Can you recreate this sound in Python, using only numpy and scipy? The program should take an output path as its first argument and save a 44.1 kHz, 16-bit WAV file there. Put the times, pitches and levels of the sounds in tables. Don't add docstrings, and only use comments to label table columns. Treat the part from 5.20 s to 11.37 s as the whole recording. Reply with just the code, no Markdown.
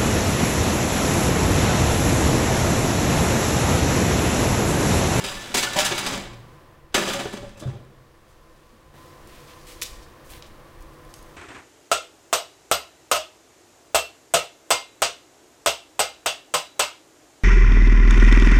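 import sys
import numpy as np
from scipy import signal
from scipy.fft import rfft, irfft, next_fast_len
from scipy.io import wavfile

SR = 44100
rng = np.random.default_rng(int(sys.argv[2]) if len(sys.argv) > 2 else 0)


def voltage_ratio(decibels):
    exponent = np.asarray(decibels, float) / 20
    return 10 ** exponent


def store_wav(level_fs):
    pcm = np.round(np.clip(np.atleast_2d(level_fs), -1, 1) * 32767)
    wavfile.write(sys.argv[1], SR, pcm.T.astype(np.int16))


N = 271920
TIME = np.arange(N) / SR
PAN_END = int(2.9 * SR)
LONGEST = int(.6 * SR)
SECOND_SPOT_S = 3.74
SHUT_S, SHUTTING_S = 1.5, 0.15

# [f/Hz, level/dB per Hz]
FAN_SPECTRUM = [(35, -46), (60, -20), (146, -12.5), (180, -25.5), (294, -16), (330, -8), (427, -19.5),
                (469, -12.5), (749, -19.5), (991, -19), (1250, -21), (7060, -39.5), (16000, -42.5)]
# [f/Hz, width/Hz, level/dB]
DUCT_RINGS = [(90, 10, 10.5), (145.6, 6.1, 10), (209, 17, 10.5), (326, 16, 1), (497, 7, 7.5),
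              (1025.4, 11.5, 13), (1138, 43, 6), (1795, 73, 4)]
# [peak t/s, level/dB, half length/ms]
MIC_NUDGES = [(.14, -44.5, 72), (.38, -49, 70), (.62, -42, 90), (.98, -45, 180), (1.79, -51, 120),
              (2.0, -52, 70), (2.25, -47, 79), (2.53, -52, 70), (4.14, -50, 120), (4.5, -55, 170),
              (4.75, -45, 133), (5.15, -46.5, 74), (5.34, -52, 75), (5.63, -41.5, 59), (5.88, -55, 58),
              (6.06, -49, 57)]
# [f/Hz, t60/s]
ROOM_DECAY = [(100, 1), (1000, 0.67), (5000, 0.66), (14000, 0.4)]

# [t/s, level/dB, colour f/Hz]
FOIL_SNAPS = [(2.578, -62, 2700), (2.65, -55, 4500), (4.073, -43.5, 9500), (4.6154, -21.5, 6000),
              (4.62, -15, 3700), (5.121, -40, 2300), (5.1356, -34, 2780), (5.1523, -39, 2300),
              (5.224, -31, 2980), (5.607, -53, 9500), (5.623, -49, 10500), (5.8497, -49.5, 6000),
              (5.9399, -34, 5430), (5.9647, -50, 9000), (6.027, -47, 11500)]
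# [t/s, level/dB, centre f/Hz, top end level/dB, length/ms]
FOIL_CRUMPLES = [(3.08, -73, 6500, -90, 59), (3.75, -66, 2980, -68, 180), (4.08, -60.5, 2350, -68, 170),
                 (4.272, -55.5, 2660, -67, 68), (4.468, -57.5, 5600, -60, 79), (4.47, -54.5, 1930, -80, 71),
                 (4.622, -32, 3700, -31, 16.8), (4.635, -42, 4500, -64, 41), (4.82, -56.5, 3970, -68, 31),
                 (5.045, -65, 4970, -63, 50), (5.097, -59, 8000, -61, 33), (5.09, -53, 2420, -55, 106),
                 (5.228, -56.5, 2980, -80, 55), (5.262, -65, 6500, -79, 18), (5.605, -79, 6000, -68, 29),
                 (5.73, -73, 6000, -70, 17), (5.89, -66, 5000, -75, 32), (5.95, -63, 6500, -77, 53)]
# [t/s, level/dB]
CLOTH_RUSTLE = [
    (2.5, -65),
    (2.65, -68),
    (3.42, -61),
    (3.81, -64),
    (3.93, -59),
    (4.7, -48),
    (4.83, -65),
    (5.6, -65),
    (6.17, -56.5),
]

# [t/s, level/dB, push/ms, ring/ms]
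DOOR_PUSHES = [
    (2.418, -41, 1.5, 25),
    (2.4555, -19, 4.5, 56),
    (2.529, -29, 3, 62),
    (2.62, -43, 3, 50),
]
# [f/Hz, level/dB, t60/s]
DOOR_MODES = [(96, -10, .5), (127, 0, .9), (200, -16, .4), (335, -17, .25), (560, -24, .15),
              (760, -26, .12)]
# [t/s, f/Hz, level/dB, length/ms]
BRIEF_TONES = [(.04, 2500, -41, 70), (.045, 3030, -37, 56), (.04, 3740, -37, 65), (.04, 4960, -42, 68),
               (0.379, 118, -43, 500), (.47, 1460, -33.5, 50), (0.56, 608, -21.5, 55),
               (0.562, 760, -25, 41), (.561, 960, -27, 28), (0.979, 118, -46, 410), (1.779, 125, -45, 500),
               (1.93, 561.5, -27.5, 60), (2.36, 2600, -54, 22), (2.415, 328, -37, 37),
               (2.42, 3540, -54, 48), (3.531, 233, -53, 41), (4.55, 344, -47, 41), (5.94, 6500, -60, 97),
               (2.2, 109.3, -41.5, 90)]

# [t/s, level/dB, treble over level/dB, bass over level/dB, chatter/ms]
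PAN_BOUNCES = [(0.038, -35.5, 10, -2, 25), (.075, -37, 2, -9, 150), (.256, -45, -15, -32, 12),
               (0.343, -20, 6.5, -1, 19.7), (0.37, -29.5, 13.5, -5, 29), (0.425, -21.5, 4, -11, 18),
               (.532, -44.5, 25.5, -14, 6), (0.562, -22, -1, -4, 36), (0.587, -28, 11, -16, 27.5),
               (0.647, -26, 10.5, -31, 22), (0.711, -18.5, -14, -4.5, 13.2), (.779, -30, 12, -13, 11.6),
               (0.862, -31, 3.5, 3.5, 25), (0.922, -31.5, -5.5, -2, 50), (1.048, -39, -35, -3, 48),
               (1.133, -40.5, -5, -1, 6.1)]
# [t/s, level/dB, treble over level/dB, bass over level/dB, chatter/ms]
HINGE_JOLTS = [(1.724, -49, -11.5, -12, 19), (1.743, -11.5, -0.5, -7, 20.3), (1.775, -26, -2.5, -5, 180),
               (1.875, -30.5, -1, 2, 26), (1.932, -28, 2, -6, 12), (1.991, -26, -9, 1.5, 12.4),
               (2.053, -30.5, -32, 11.5, 8.2), (2.128, -45, 5, 18.5, 16), (2.169, -34.5, -9, 3, 8),
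               (2.225, -54, -12.5, 21.5, 26.2), (2.372, -54.5, 11, 13, 17), (2.396, -51, 16.5, 4, 16),
               (2.420, -48, -4, 17, 35), (2.468, -48, -6, 10, 51), (2.53, -59.5, -28, 11.5, 130)]
# [t/s, pressure as clatter level/dB]
PAN_SLIDES = [
    [(0.0, -36), (0.166, -49), (0.4, -40), (0.592, -34), (0.86, -32), (1.05, -48)],
    [(1.76, -81), (1.916, -54), (1.992, -67), (2.17, -64.5), (2.3, -75)],
]
# [f/Hz, level/dB per Hz]
PAN_SHEET = [(710, 0), (1200, -2.5), (2230, -3), (2650, -3.5), (2860, -4), (3910, -4), (4360, -9),
             (7660, -9.5), (15200, -26), (16000, -35)]
# [f/Hz, level/dB per Hz]
OVEN_BODY = [(53, -45), (90, -25), (151, -40), (190, -1.5), (334, -4.5), (420, -11), (589, -3), (758, -15),
             (1600, -16.5), (2080, -30), (3520, -120)]
# [f/Hz, level/dB, t60/s]
STRONG_RINGS = [(118, -7.5, 0.53), (193, 5.5, 0.3), (235.5, 0.5, 0.25), (339.3, 1, 0.72), (400.2, 1, 0.12),
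                (563, 0, 0.23), (598, -1.5, 0.072), (694, -9, 0.1), (801, -13.5, 0.35), (897, -26, 0.086),
                (1161, 1.5, 0.066), (1460, -9, 0.095), (1754, -4, 0.19), (2240, -5, 0.4),
                (2435, -5.5, 0.11), (2817, -6, 0.082), (2970, 8, 0.046), (3350, 4, 0.034),
                (3420, -14, 0.16), (3720, -4, 0.11), (4880, 8, 0.059), (6290, 0, 0.094), (6500, -10, .07),
                (7200, -8.5, 0.07)]


def along(table, hz):
    f, v = np.transpose(table)
    return np.interp(np.log(np.maximum(hz, 1)), np.log(f), v)


def unit(x):
    return x / np.sqrt(np.mean(x ** 2))


def colour(x, gain_of_hz):
    size = next_fast_len(len(x))
    hz = np.arange(size // 2 + 1) * SR / size
    return irfft(rfft(x, size) * gain_of_hz(hz), size)[:len(x)]


def band(x, hz, sharp):
    return unit(colour(x, lambda f: np.exp(-sharp * np.log2(np.maximum(f, 1) / hz) ** 2)))


def split(deep, bright, hz):
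    low = signal.butter(2, hz, "lowpass", fs=SR, output="sos")
    high = signal.butter(2, hz, "highpass", fs=SR, output="sos")
    return signal.sosfilt(low, deep) - signal.sosfilt(high, bright)


def through(x, response):
    return signal.fftconvolve(x, response / np.sqrt(np.sum(response ** 2)))[:len(x)]


def decay(t, t60):
    return np.exp(-np.log(1000) * t / t60)


def curve(table, column):
    rows = np.array(table)
    return voltage_ratio(np.interp(TIME, rows[:, 0], rows[:, column], left=-120, right=-120))


def bursts(table, column, rise, edge):
    gain = np.zeros(N + LONGEST)
    age = np.arange(LONGEST) / SR
    for row in table:
        k = int((row[0] - .002) * SR)
        fall = np.exp(-(age / (row[-1] / 1000)) ** edge)
        gain[k:k + LONGEST] += voltage_ratio(row[column]) * (1 - np.exp(-age / rise)) * fall
    return gain[:N]


def by_spot(first, second):
    return np.where(TIME < SECOND_SPOT_S, first, second)


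def contacts(rate, spread_db):
    happens = rng.random(N) < rate / SR
    size = rng.standard_normal(N) * voltage_ratio(spread_db * rng.exponential(size=N))
    return unit(happens * size)


def ring(hz, db, t60, length):
    t = np.arange(int(length * SR))[:, None] / SR
    sign = rng.choice([-1., 1.], np.shape(db))
    return (decay(t, t60) * np.sin(2 * np.pi * hz * t)) @ (voltage_ratio(db) * sign).T


def strike(x, hz, db, t60, scatter_db, hold):
    spots = 6
    weights = db + scatter_db * rng.standard_normal((spots, len(hz)))
    spot = np.repeat(rng.integers(0, spots, len(x) // hold + 1), hold)[:len(x)]
    responses = ring(hz, weights, t60, length=0.13).T
    return sum(through(x * (spot == k), response) for k, response in enumerate(responses))


def sheet(x, table, count, t60_at_1k, slope):
    lo, hi = table[0][0], min(table[-1][0], .4 * SR)
    hz = lo + (hi - lo) * (np.arange(count) + rng.random(count)) / count
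    uneven_db = 2.5 * np.clip(rng.standard_normal(count), -2, 1)
    t60 = t60_at_1k * (hz / 1000) ** -slope * voltage_ratio(uneven_db)
    db = along(table, hz) - 10 * np.log10(t60)
    return strike(x, hz, db, t60, scatter_db=2.5, hold=40)


def room(x, wet_db):
    t = np.arange(int(.8 * SR)) / SR
    tail = 0
    for hz in 60 * 2. ** np.arange(9):
        noise = rng.standard_normal(len(t))
        octave = colour(noise, lambda f: np.exp(-2 * np.log2(np.maximum(f, 1) / hz) ** 2))
        tail = tail + octave * decay(t, along(ROOM_DECAY, hz))
    build_up = np.clip(t / 0.0078, 0, 1)
    return x + voltage_ratio(wet_db) * through(x, tail * build_up)


def fan():
    def duct(f):
        resonances = sum(db / (1 + ((f - hz) / width) ** 2) for hz, width, db in DUCT_RINGS)
        return voltage_ratio(along(FAN_SPECTRUM, f) + resonances)
    air = unit(colour(rng.standard_normal(N), duct))
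    open_db, shut_db, second_db = -50.5, -55.5, -49.5
    first_db = np.interp(TIME, [SHUT_S - SHUTTING_S, SHUT_S + SHUTTING_S], [open_db, shut_db])
    return air * voltage_ratio(by_spot(first_db, second_db)) * voltage_ratio(1.5)


def microphone_rumble():
    def low(f):
        return f / 25 / (1 + (f / 25) ** 2) / (1 + (f / 85) ** 4)
    rumble = unit(colour(rng.standard_normal(N), low))
    nudged = sum(voltage_ratio(db) * np.exp(-((TIME - s) / (ms / 1000)) ** 2) for s, db, ms in MIC_NUDGES)
    return rumble * (voltage_ratio(by_spot(-55, -57.5)) + nudged) * voltage_ratio(-1.0)


def foil():
    out = np.zeros(N)
    t = np.arange(int(.06 * SR)) / SR
    for s, db, hz in FOIL_SNAPS:
        burst = rng.standard_normal(len(t)) * (np.exp(-t / .0011) + .17 * np.exp(-t / .012))
        edges_hz = [hz / 2.4, min(hz * 1.93, .34 * SR)]
        tint = signal.butter(3, edges_hz, "bandpass", fs=SR, output="sos")
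        k = int(s * SR)
        out[k:k + len(t)] += voltage_ratio(db + 3.5) * signal.sosfilt(tint, burst)
    fine = contacts(15000, 0.47)
    rustle = curve(CLOTH_RUSTLE, 1)
    hiss = voltage_ratio(by_spot(-102, -81.5))
    crumple_top = bursts(FOIL_CRUMPLES, column=3, rise=0.0034, edge=5.9)
    out += band(fine, hz=10600, sharp=0.77) * (hiss + voltage_ratio(-28) * rustle + crumple_top)
    out += band(fine, hz=3300, sharp=0.36) * voltage_ratio(-5.5) * rustle
    for row in FOIL_CRUMPLES:
        k = int(row[0] * SR)
        near = slice(k - 500, k + 12000)
        gain = bursts([row], column=1, rise=0.0057, edge=6.5)[near]
        out[near] += band(fine[near], row[2], sharp=1.14) * gain
    return out


def door_thud():
    t = np.arange(int(.3 * SR)) / SR
    out = np.zeros(N)
    modes = -sum(voltage_ratio(db) * decay(t, t60) * np.sin(2 * np.pi * hz * t) for hz, db, t60 in DOOR_MODES)
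    for s, db, ms, ring_ms in DOOR_PUSHES:
        push = np.sin(np.pi * np.clip(t / (ms / 1000), 0, 1)) / (ms * SR / 1000)
        shape = (1 - np.exp(-t / .006)) * np.exp(-(t / (ring_ms / 1000)) ** 6)
        k = int(s * SR)
        out[k:k + len(t)] += voltage_ratio(db + 6.0) * signal.fftconvolve(push, modes)[:len(t)] * shape
    return out


def brief_tones():
    out = np.zeros(N)
    rub = rng.standard_normal(N)
    for s, hz, db, ms in BRIEF_TONES:
        near = slice(int(s * SR) - 500, int(s * SR) + LONGEST)
        gain = bursts([(s, db, ms)], column=1, rise=0.0017, edge=1.7)[near]
        out[near] += band(rub[near], hz, sharp=330) * gain
    return out


def pan_drag():
    firm_db, drag_db, slope = -33.5, -37.5, 0.62
    drag = 0
    for s in PAN_SLIDES:
        moving = (TIME < s[-1][0]) * (TIME >= s[0][0])
        drag = drag + (curve(s, 1) / voltage_ratio(firm_db)) ** slope * moving
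    return voltage_ratio(drag_db) * drag


def pan():
    slide = sum(curve(s, 1) for s in PAN_SLIDES)
    drag = pan_drag()
    rows = []
    for s, db, top, deep, ms in PAN_BOUNCES + HINGE_JOLTS:
        rows.append((s, db, db + top, db + 0.84 * deep + 0.14, db + deep - 2.8, ms))
    level, treble, knock, box = (bursts(rows, c, rise=0.0024, edge=1.16) * voltage_ratio(-1.5) for c in (1, 2, 3, 4))
    hits, thumps = contacts(5000, 1.3), contacts(3000, 0.88)
    clatter = split(hits * (level + slide), hits * (treble + voltage_ratio(-2.5) * slide), hz=4040)[:PAN_END]
    body = split(thumps * (box + drag), thumps * (knock + drag), hz=480)[:PAN_END]
    knock_force = (thumps * (knock + voltage_ratio(-8) * drag))[:PAN_END]
    box_force = (thumps * (box + voltage_ratio(-5.0) * drag))[:PAN_END]

    out = sheet(clatter, PAN_SHEET, count=400, t60_at_1k=0.086, slope=0.5)
    out = out + voltage_ratio(-3) * sheet(body, OVEN_BODY, count=60, t60_at_1k=0.03, slope=0.44)
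    hz, db, t60 = np.transpose(STRONG_RINGS)
    low, high = hz < 400, hz > 1300
    mid = ~low & ~high
    for force, part, share_db in ((clatter, high, -10), (knock_force, mid, -3), (box_force, low, -3)):
        out = out + voltage_ratio(share_db) * strike(force, hz[part], db[part], t60[part], scatter_db=5, hold=2500)
    return np.pad(out, (0, N - PAN_END))


def scene():
    background = fan() + microphone_rumble()
    door = room(door_thud() + brief_tones(), wet_db=-17)
    near = room(pan() + foil(), wet_db=-10.5)
    return (near + door + background)[None]


def band_limit(x):
    return signal.sosfilt(signal.butter(12, 16450, fs=SR, output="sos"), x)


def record(dry):
    top = signal.ellip(10, .2, 70, 15850, fs=SR, output="sos")
    mix = signal.sosfilt(top, dry)
    return band_limit(mix)


dry = scene()
out = record(dry)
store_wav(out)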